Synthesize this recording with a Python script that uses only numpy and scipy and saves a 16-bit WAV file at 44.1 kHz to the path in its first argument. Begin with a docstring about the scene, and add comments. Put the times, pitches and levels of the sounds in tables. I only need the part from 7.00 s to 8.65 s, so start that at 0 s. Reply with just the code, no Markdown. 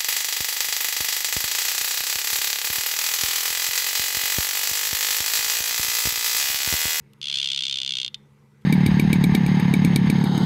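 """In a glass tank in a room, a small frog among leaves gives one buzzing trill, then a last lone pulse. The
trill runs at about 67 pulses a second; each is a burst of one to four vocal-fold snaps, modelled as clicks that
ring the vocal sac and let out a wet rasp of noise. Delayed returns follow in the ringing band, the later ones
echoing off the panes; tank and room blur the call. A pump hums on wavering sines, shaped noise makes a soft
room hiss and tiny wet ticks sound among the leaves."""
import sys
import numpy as np
from scipy import signal
from scipy.fft import rfft, irfft, next_fast_len
from scipy.io import wavfile
from scipy.ndimage import uniform_filter1d, map_coordinates

SR = 44100
rng = np.random.default_rng(int(sys.argv[2]) if len(sys.argv) > 2 else 0)


def dump_mix(stems):
    """Bounce the given channels to the path in sys.argv[1] as a 16-bit WAV at rate SR."""
    frames = np.atleast_2d(stems).T  # one column per channel
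    limited = np.clip(frames, -1, 1)  # hard clip at full scale
    pcm = np.round(limited * 32767).astype(np.int16)
    wavfile.write(sys.argv[1], SR, pcm)


def invert_db(level):
    """Linear amplitude ratio for a level in decibels (20 dB per decade), elementwise."""
    return 10 ** (np.asarray(level, dtype=float) / 20)


N = 72765  # length in samples

# Pump hum lines: (frequency [Hz], mean level [dB rms])
HUM_LINES = [(118, -71), (140.6, -57.5), (209.9, -63), (491, -78.5), (1970, -82)]
HUM_WAVER_DB, HUM_KNOTS_PER_S, HUM_PHASE_RAD = 0.5, 27, 0.35  # level waver, its rate, phase wander

# Colour of the room hiss: (frequency [Hz], relative level [dB per Hz])
HISS_COLOUR = [(12, -69), (25, -32), (45, -18.5), (107, -12.5), (146, -9.5), (177, -16.5), (210, -8.5),
               (248, -21.5), (434, -17.5), (698, -37), (873, -24.5), (1860, -33.5), (2020, -28),
               (3070, -38), (14700, -50), (16000, -68)]
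HISS_DB, PATCHY_DB = -59.5, 1.9  # overall rms level; rms spread of its patches
WHINE_HZ, WHINE_WIDTH_HZ = 2190, 110  # narrow hiss; width of one pass of its filter
WHINE_START_DB, WHINE_FADE_S = -72, 0.11  # rms level at the start; time to fall to 1/e

# Faint ticks among the leaves: (time [s], level [dB rms], length [ms])
LEAF_TICKS = [(.1335, -52.5, 2.8), (.187, -67.5, 2.1), (1.612, -69.5, 13)]
# Colour of the ticks: (frequency [Hz], relative level [dB])
TICK_COLOUR = [(1500, -28), (2400, 1), (3200, 1.5), (4200, -5), (9000, -9.5), (13000, -8), (15000, -29)]

# Trill pulses and their snaps, ahead of SNAP_DELAY_MS; gap 0 = no such snap:
# (time [s], gap to 2nd snap [ms], gap to 3rd [ms], gap to 4th [ms])
TRILL_PULSES = [(0.2154, 0, 0, 0), (0.2281, 2.33, 0, 0), (0.2419, 1.5, 0, 0), (0.2555, 1.84, 0, 0),
                (0.2702, 1.72, 0, 0), (0.2832, 1.56, 1.52, 0), (0.2983, 1.41, 1.86, 0),
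                (0.3138, 1.22, 0, 0), (0.3262, 1.36, 1.22, 0), (0.3404, 1.27, 1.18, 1.2),
                (0.3557, 1.18, 1.13, 1.93), (0.3713, 1.18, 1.52, 0), (0.3854, 1.13, 1.41, 0),
                (0.399, 1.16, 1.11, 1.7), (0.415, 1.27, 0, 0), (0.4281, 1.45, 1.25, 0),
                (0.4433, 1.56, 1.68, 0), (0.458, 1.21, 1.35, 0), (0.4732, 1.43, 0, 0), (0.4875, 1.56, 0, 0),
                (0.5016, 1.47, 1.52, 0), (0.5167, 1.32, 1.93, 0), (0.5319, 1.41, 0, 0),
                (0.5463, 1.63, 0, 0), (0.5614, 1.63, 0, 0), (0.5752, 1.56, 1.38, 0), (0.5905, 1.5, 1.56, 0),
                (0.6067, 1.79, 0, 0), (0.6221, 1.93, 0, 0), (0.6361, 1.36, 2.56, 0), (0.6524, 2.22, 0, 0),
                (0.6666, 1.43, 0, 0), (0.6816, 1.77, 0, 0), (0.6965, 1.66, 0, 0), (0.7114, 1.59, 0, 0),
                (0.7256, 1.61, 1.95, 0), (0.7417, 1.66, 0, 0), (0.757, 2.29, 0, 0), (0.7717, 1.54, 0, 0),
                (0.7861, 1.72, 0, 0), (0.802, 0, 0, 0), (0.8164, 2.02, 0, 0), (0.8327, 0, 0, 0),
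                (0.8481, 0, 0, 0), (0.8621, 1.9, 0, 0), (0.8769, 1.68, 0, 0), (0.8921, 1.75, 0, 0),
                (0.9068, 1.43, 0, 0), (0.9215, 1.77, 0, 0), (0.9368, 1.84, 0, 0), (0.9533, 2.15, 0, 0),
                (0.9694, 1.93, 0, 0), (0.9849, 2.11, 0, 0), (1.0, 1.79, 0, 0), (1.0154, 1.88, 0, 0),
                (1.0314, 0, 0, 0), (1.0466, 1.86, 0, 0), (1.0631, 0, 0, 0), (1.0795, 0, 0, 0),
                (1.1442, 1.97, 0, 0)]
SNAP_DELAY_MS = .03  # added to every time in TRILL_PULSES
# The frog's effort: (time [s], mean snap level [dB], later snaps over the first [dB], mean rasp level [dB])
FROG_EFFORT = [(0.216, 5, 1.5, -41), (.28, 8.5, 0.5, -38), (.34, 10, -0.4, -31.5), (.41, 11, -0.1, -34),
               (0.522, 12, 0, -33.5), (.7, 11.5, -.4, -36.5), (.95, 11.8, -0.6, -38), (1.046, 11, 0.5, -35),
               (1.079, 9, 9, -42.5), (1.144, 10, -3.5, -37)]
SNAP_SCATTER_DB, RASP_SCATTER_DB = 0.7, 3.5
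# Weak trailing snaps after some pulses: (time [s], level relative to a first snap [dB])
TRAILING_SNAPS = [(.2875, -14), (.3459, -10.5), (.3467, -9.5), (.3484, -32.5), (0.3772, -17.5), (.3794, -6),
                  (.3895, -17), (0.4472, -12.5), (0.4482, -19), (.4616, -13), (0.596, -9), (.9398, -12.5)]
DULL_HZ = 9100  # later snaps are softer and lose their treble above this
# Slackness of the vocal sac: (time [s], slackness [0-1])
SAC_SLACKNESS = [(.22, 1), (.4, 1), (.52, 0.34), (1.08, 0.53), (1.14, 0.64)]
# Vocal sac and throat resonances, the width taken before SKIRT narrows it:
# (frequency [Hz], width [Hz], level when taut [dB], change when slack [dB])
SAC_RESONANCES = [(1423, 190, -31, 7), (2320, 353, -16.5, 2.2), (2867, 353, -5, 2.56), (3376, 500, 3.5, 0),
                  (3640, 120, 3.5, -9), (4145, 770, -5, 2.3), (4897, 600, -9.5, -1), (6130, 1350, -15, 1),
                  (6800, 320, -18.5, -5.5), (7320, 1000, -18.5, -8), (8400, 400, -35.5, 3),
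                  (9150, 480, -28.5, -12.5), (9610, 230, -29, 10.5), (11200, 270, -49, -2.2),
                  (12050, 1000, -54, 6), (14360, 1600, -82, -3)]
SKIRT = 1.742  # power that steepens the flanks of each resonance
POSES, POSE_DB, POSE_SHIFT = 6, 1.5, .01  # throat shapes; scatter of level and of pitch (share)
MOBILE_HZ = 4600  # resonances above this follow the pose
# Notches in the voice: (frequency [Hz], width [Hz])
VOICE_NOTCHES = [(1750, 83), (2630, 38), (3840, 120), (3950, 70), (5350, 230), (6550, 118), (7200, 143),
                 (8000, 144), (8750, 300), (10300, 820)]
NOTCH_DEPTH = 0.6  # share of amplitude removed
# Treble roll-off of the voice: (frequency [Hz], gain [dB])
VOICE_ROLL_OFF = [(11500, -0.29), (13200, -10), (14800, -12.5), (15600, -28), (20000, -51.5)]
# Colour of the wet rasp: (frequency [Hz], gain [dB])
RASP_COLOUR = [(1000, -26.5), (1500, -13), (3000, 6), (5000, 3), (8500, -7.5), (9700, -9), (10500, -24.5),
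               (13000, -23), (15000, -47), (16000, -62.5)]
RASP_T60_S = 0.02

# Delayed returns in the ringing band: (delay [ms], level [dB]); the later ones are echoes off the glass
RING_RETURNS = [(3.26, -15), (7.06, -13.5), (10.4, -24)]
PANE_HZ, PANE_WIDTH_HZ = 3650, 420  # the ringing band
# Decay inside the tank: (frequency [Hz], t60 [s])
TANK_DECAY = [(1000, 0.089), (3600, 0.044), (6000, 0.0086), (12000, 0.0119)]
# Decay of the room: (frequency [Hz], t60 [s])
ROOM_DECAY = [(1000, 0.133), (3600, 0.4), (6000, 0.13), (12000, 0.033)]
TANK_DB, TANK_RING_DB = -21.5, -26  # diffuse answer: broad, and extra in the ringing band
ROOM_DB, ROOM_RING_DB = -39, -32


def unit(x):
    """Scales a sound to rms 1."""
    return x / np.sqrt(np.mean(x ** 2) + 1e-20)


def along(points, hz):
    """Reads a (frequency, value) curve on a log frequency axis."""
    f, v = np.transpose(points)
    return np.interp(np.log(hz + 1), np.log(f + 1), v)


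def wobble(rate):
    """A smooth random curve through rate knots a second."""
    knots = rng.standard_normal(int(N * rate / SR) + 4)
    return map_coordinates(knots, [np.arange(N) * rate / SR])


def filtered(x, response):
    """Multiplies the spectrum of x by a response of frequency."""
    m = 2 * next_fast_len(N // 2 + SR // 4)
    return irfft(rfft(x, m) * response(np.fft.rfftfreq(m, 1 / SR)), m)[:N]


def causal(gain):
    """Minimum-phase response with this gain, so nothing rings ahead of its snap."""
    cepstrum = irfft(np.log(gain + 1e-6))
    middle = len(cepstrum) // 2
    cepstrum[1:middle] *= 2
    cepstrum[middle + 1:] = 0
    return np.exp(rfft(cepstrum))


def peak(f, hz, width_hz):
    """One causal resonance, with gain 1 at its centre."""
    return 1j * f * width_hz / (hz * hz - f * f + 1j * f * width_hz)


def pump():
    """The pump hums on steady sine lines whose level and phase waver."""
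    t = np.arange(N) / SR
    hum = np.zeros(N)
    for hz, db in HUM_LINES:
        level = np.sqrt(2) * invert_db(db + HUM_WAVER_DB * wobble(HUM_KNOTS_PER_S))
        phase = 2 * np.pi * rng.random() + HUM_PHASE_RAD * wobble(HUM_KNOTS_PER_S)
        hum += level * np.sin(2 * np.pi * hz * t + phase)
    return hum


def room_hiss():
    """Soft room noise, patchy in time and frequency."""
    z = signal.stft(rng.standard_normal(N), nperseg=512)[2]
    patches = uniform_filter1d(rng.standard_normal(z.shape), size=6, axis=0)
    patches = uniform_filter1d(patches, size=12, axis=1)
    noise = signal.istft(z * invert_db(PATCHY_DB * unit(patches)), nperseg=512)[1][:N]
    return invert_db(HISS_DB) * unit(filtered(noise, lambda f: invert_db(along(HISS_COLOUR, f))))


def fading_whine():
    """A narrow band of noise that fades away exponentially."""
    narrow = unit(filtered(rng.standard_normal(N), lambda f: peak(f, WHINE_HZ, WHINE_WIDTH_HZ) ** 2))
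    fade = np.exp(-np.arange(N) / SR / WHINE_FADE_S)
    return invert_db(WHINE_START_DB) * fade * narrow


def ticks():
    """Tiny wet ticks among the leaves: short gated bits of coloured noise."""
    t = np.arange(N) / SR
    gate = sum(invert_db(db) * ((t > s) & (t < s + ms / 1000)) for s, db, ms in LEAF_TICKS)
    noise = unit(filtered(rng.standard_normal(N), lambda f: invert_db(along(TICK_COLOUR, f))))
    return uniform_filter1d(gate, size=30) * noise  # softened edges


def clicks(at, level):
    """Single-sample clicks of these levels at these sample positions."""
    return np.bincount(at, level, N)


def sac(f, slack, drift):
    """Resonances of sac and throat, with notches; the upper ones move with the throat's pose."""
    power = 0
    for (hz, width, db, change_db), u, v in zip(SAC_RESONANCES, *drift):
        mobile = hz > MOBILE_HZ
        level = invert_db(db + slack * change_db + POSE_DB * u * mobile)
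        shape = abs(peak(f, hz * (1 + POSE_SHIFT * v * mobile), width)) ** SKIRT
        power = power + (level * shape) ** 2
    notches = np.prod([1 - NOTCH_DEPTH * abs(peak(f, hz, width)) for hz, width in VOICE_NOTCHES], axis=0)
    return causal(np.sqrt(power) * invert_db(along(VOICE_ROLL_OFF, f)) * notches)


def wet_rasp(at, db):
    """Every snap lets out a quickly dying puff of coloured noise."""
    decay = invert_db(-60 * np.arange(SR // 20) / SR / RASP_T60_S)
    puffs = signal.fftconvolve(clicks(at, invert_db(db)), decay)[:N]
    return filtered(puffs * rng.standard_normal(N), lambda f: causal(invert_db(along(RASP_COLOUR, f))))


def frog():
    """Each pulse is a quick run of snaps; every snap rings the same sac, slack or taut."""
    rows = np.array(TRILL_PULSES)
    gaps = np.c_[np.zeros(len(rows)), rows[:, 1:]]
    times = rows[:, :1] + (np.cumsum(gaps, axis=1) + SNAP_DELAY_MS) / 1000
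    later = gaps > 0
    on = later.copy()
    on[:, 0] = True  # the first snap always sounds
    at = np.round(times[on] * SR).astype(int)

    effort_s, *efforts = np.transpose(FROG_EFFORT)
    first_db, later_db, rasp_db = (np.interp(times, effort_s, e) for e in efforts)
    snap_db = first_db + later_db * later + SNAP_SCATTER_DB * rng.standard_normal(times.shape)
    rasp_db = rasp_db + RASP_SCATTER_DB * rng.standard_normal(times.shape)
    level, later_on = invert_db(snap_db[on]), later[on]
    pose = np.repeat(rng.integers(POSES, size=len(rows)), on.sum(axis=1))  # one pose a pulse

    trail_s, under_db = np.transpose(TRAILING_SNAPS)
    trail_level = invert_db(under_db + np.interp(trail_s, effort_s, efforts[0]))
    trail = clicks(np.round(trail_s * SR).astype(int), trail_level)

    slack = np.interp(np.arange(N) / SR, *np.transpose(SAC_SLACKNESS))
    voice = wet_rasp(at, rasp_db[on])
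    drifts = rng.standard_normal((POSES, 2, len(SAC_RESONANCES)))
    for k, drift in enumerate(drifts):
        posed = level * (pose == k)
        soft = clicks(at, posed * later_on)
        if k == 0:  # all trailing snaps share one pose
            soft = soft + trail
        dulled = filtered(soft, lambda f: 1 / np.sqrt(1 + (f / DULL_HZ) ** 4))
        snaps = clicks(at, posed * ~later_on) + dulled
        voice = voice + filtered(slack * snaps, lambda f: sac(f, 1, drift))
        voice = voice + filtered((1 - slack) * snaps, lambda f: sac(f, 0, drift))
    return voice


def tail(x, decays):
    """A diffuse answer of decaying noise, each frequency at its own speed; renewed every tenth of a second."""
    out, step = np.zeros(N + SR), SR // 10
    for i in range(0, N, step):
        hz, t, z = signal.stft(rng.standard_normal(SR // 3), SR, nperseg=64)
        decay = invert_db(-60 * t / along(decays, hz)[:, None])
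        h = signal.istft(z * decay, SR, nperseg=64)[1]
        y = signal.fftconvolve(x[i:i + step], h / np.linalg.norm(h))
        out[i + 90:][:len(y)] += y  # starts 90 samples late
    return out[:N]


def ringing(f):
    """The band in which panes, tank and room ring."""
    return peak(f, PANE_HZ, PANE_WIDTH_HZ)


def ringing_returns(x):
    """Sends back a few delayed returns in the ringing band; the later ones echo off the glass panes."""
    def echoes(f):
        return sum(invert_db(db) * np.exp(-2j * np.pi * f * ms / 1000) for ms, db in RING_RETURNS)
    return filtered(x, lambda f: ringing(f) * echoes(f))


def tank_and_room(x):
    """Tank and room blur the call with diffuse tails, favouring the ringing band."""
    near = filtered(tail(x, TANK_DECAY), lambda f: invert_db(TANK_DB) + invert_db(TANK_RING_DB) * ringing(f))
    far = filtered(tail(x, ROOM_DECAY), lambda f: invert_db(ROOM_DB) + invert_db(ROOM_RING_DB) * ringing(f))
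    return near + far


def scene():
    """The frog with its surroundings, ticks, pump and hiss, in one channel."""
    voice = frog()
    call = voice + ringing_returns(voice) + tank_and_room(voice)
    return (call + ticks() + pump() + room_hiss() + fading_whine())[None]


def band_limit(x):
    """A steep low-pass at the top of the band."""
    return signal.sosfilt(signal.butter(12, 16470, fs=SR, output="sos"), x)


def record(dry):
    """Takes the finished mix to its final form."""
    return band_limit(dry)


dry = scene()
out = record(dry)
dump_mix(out)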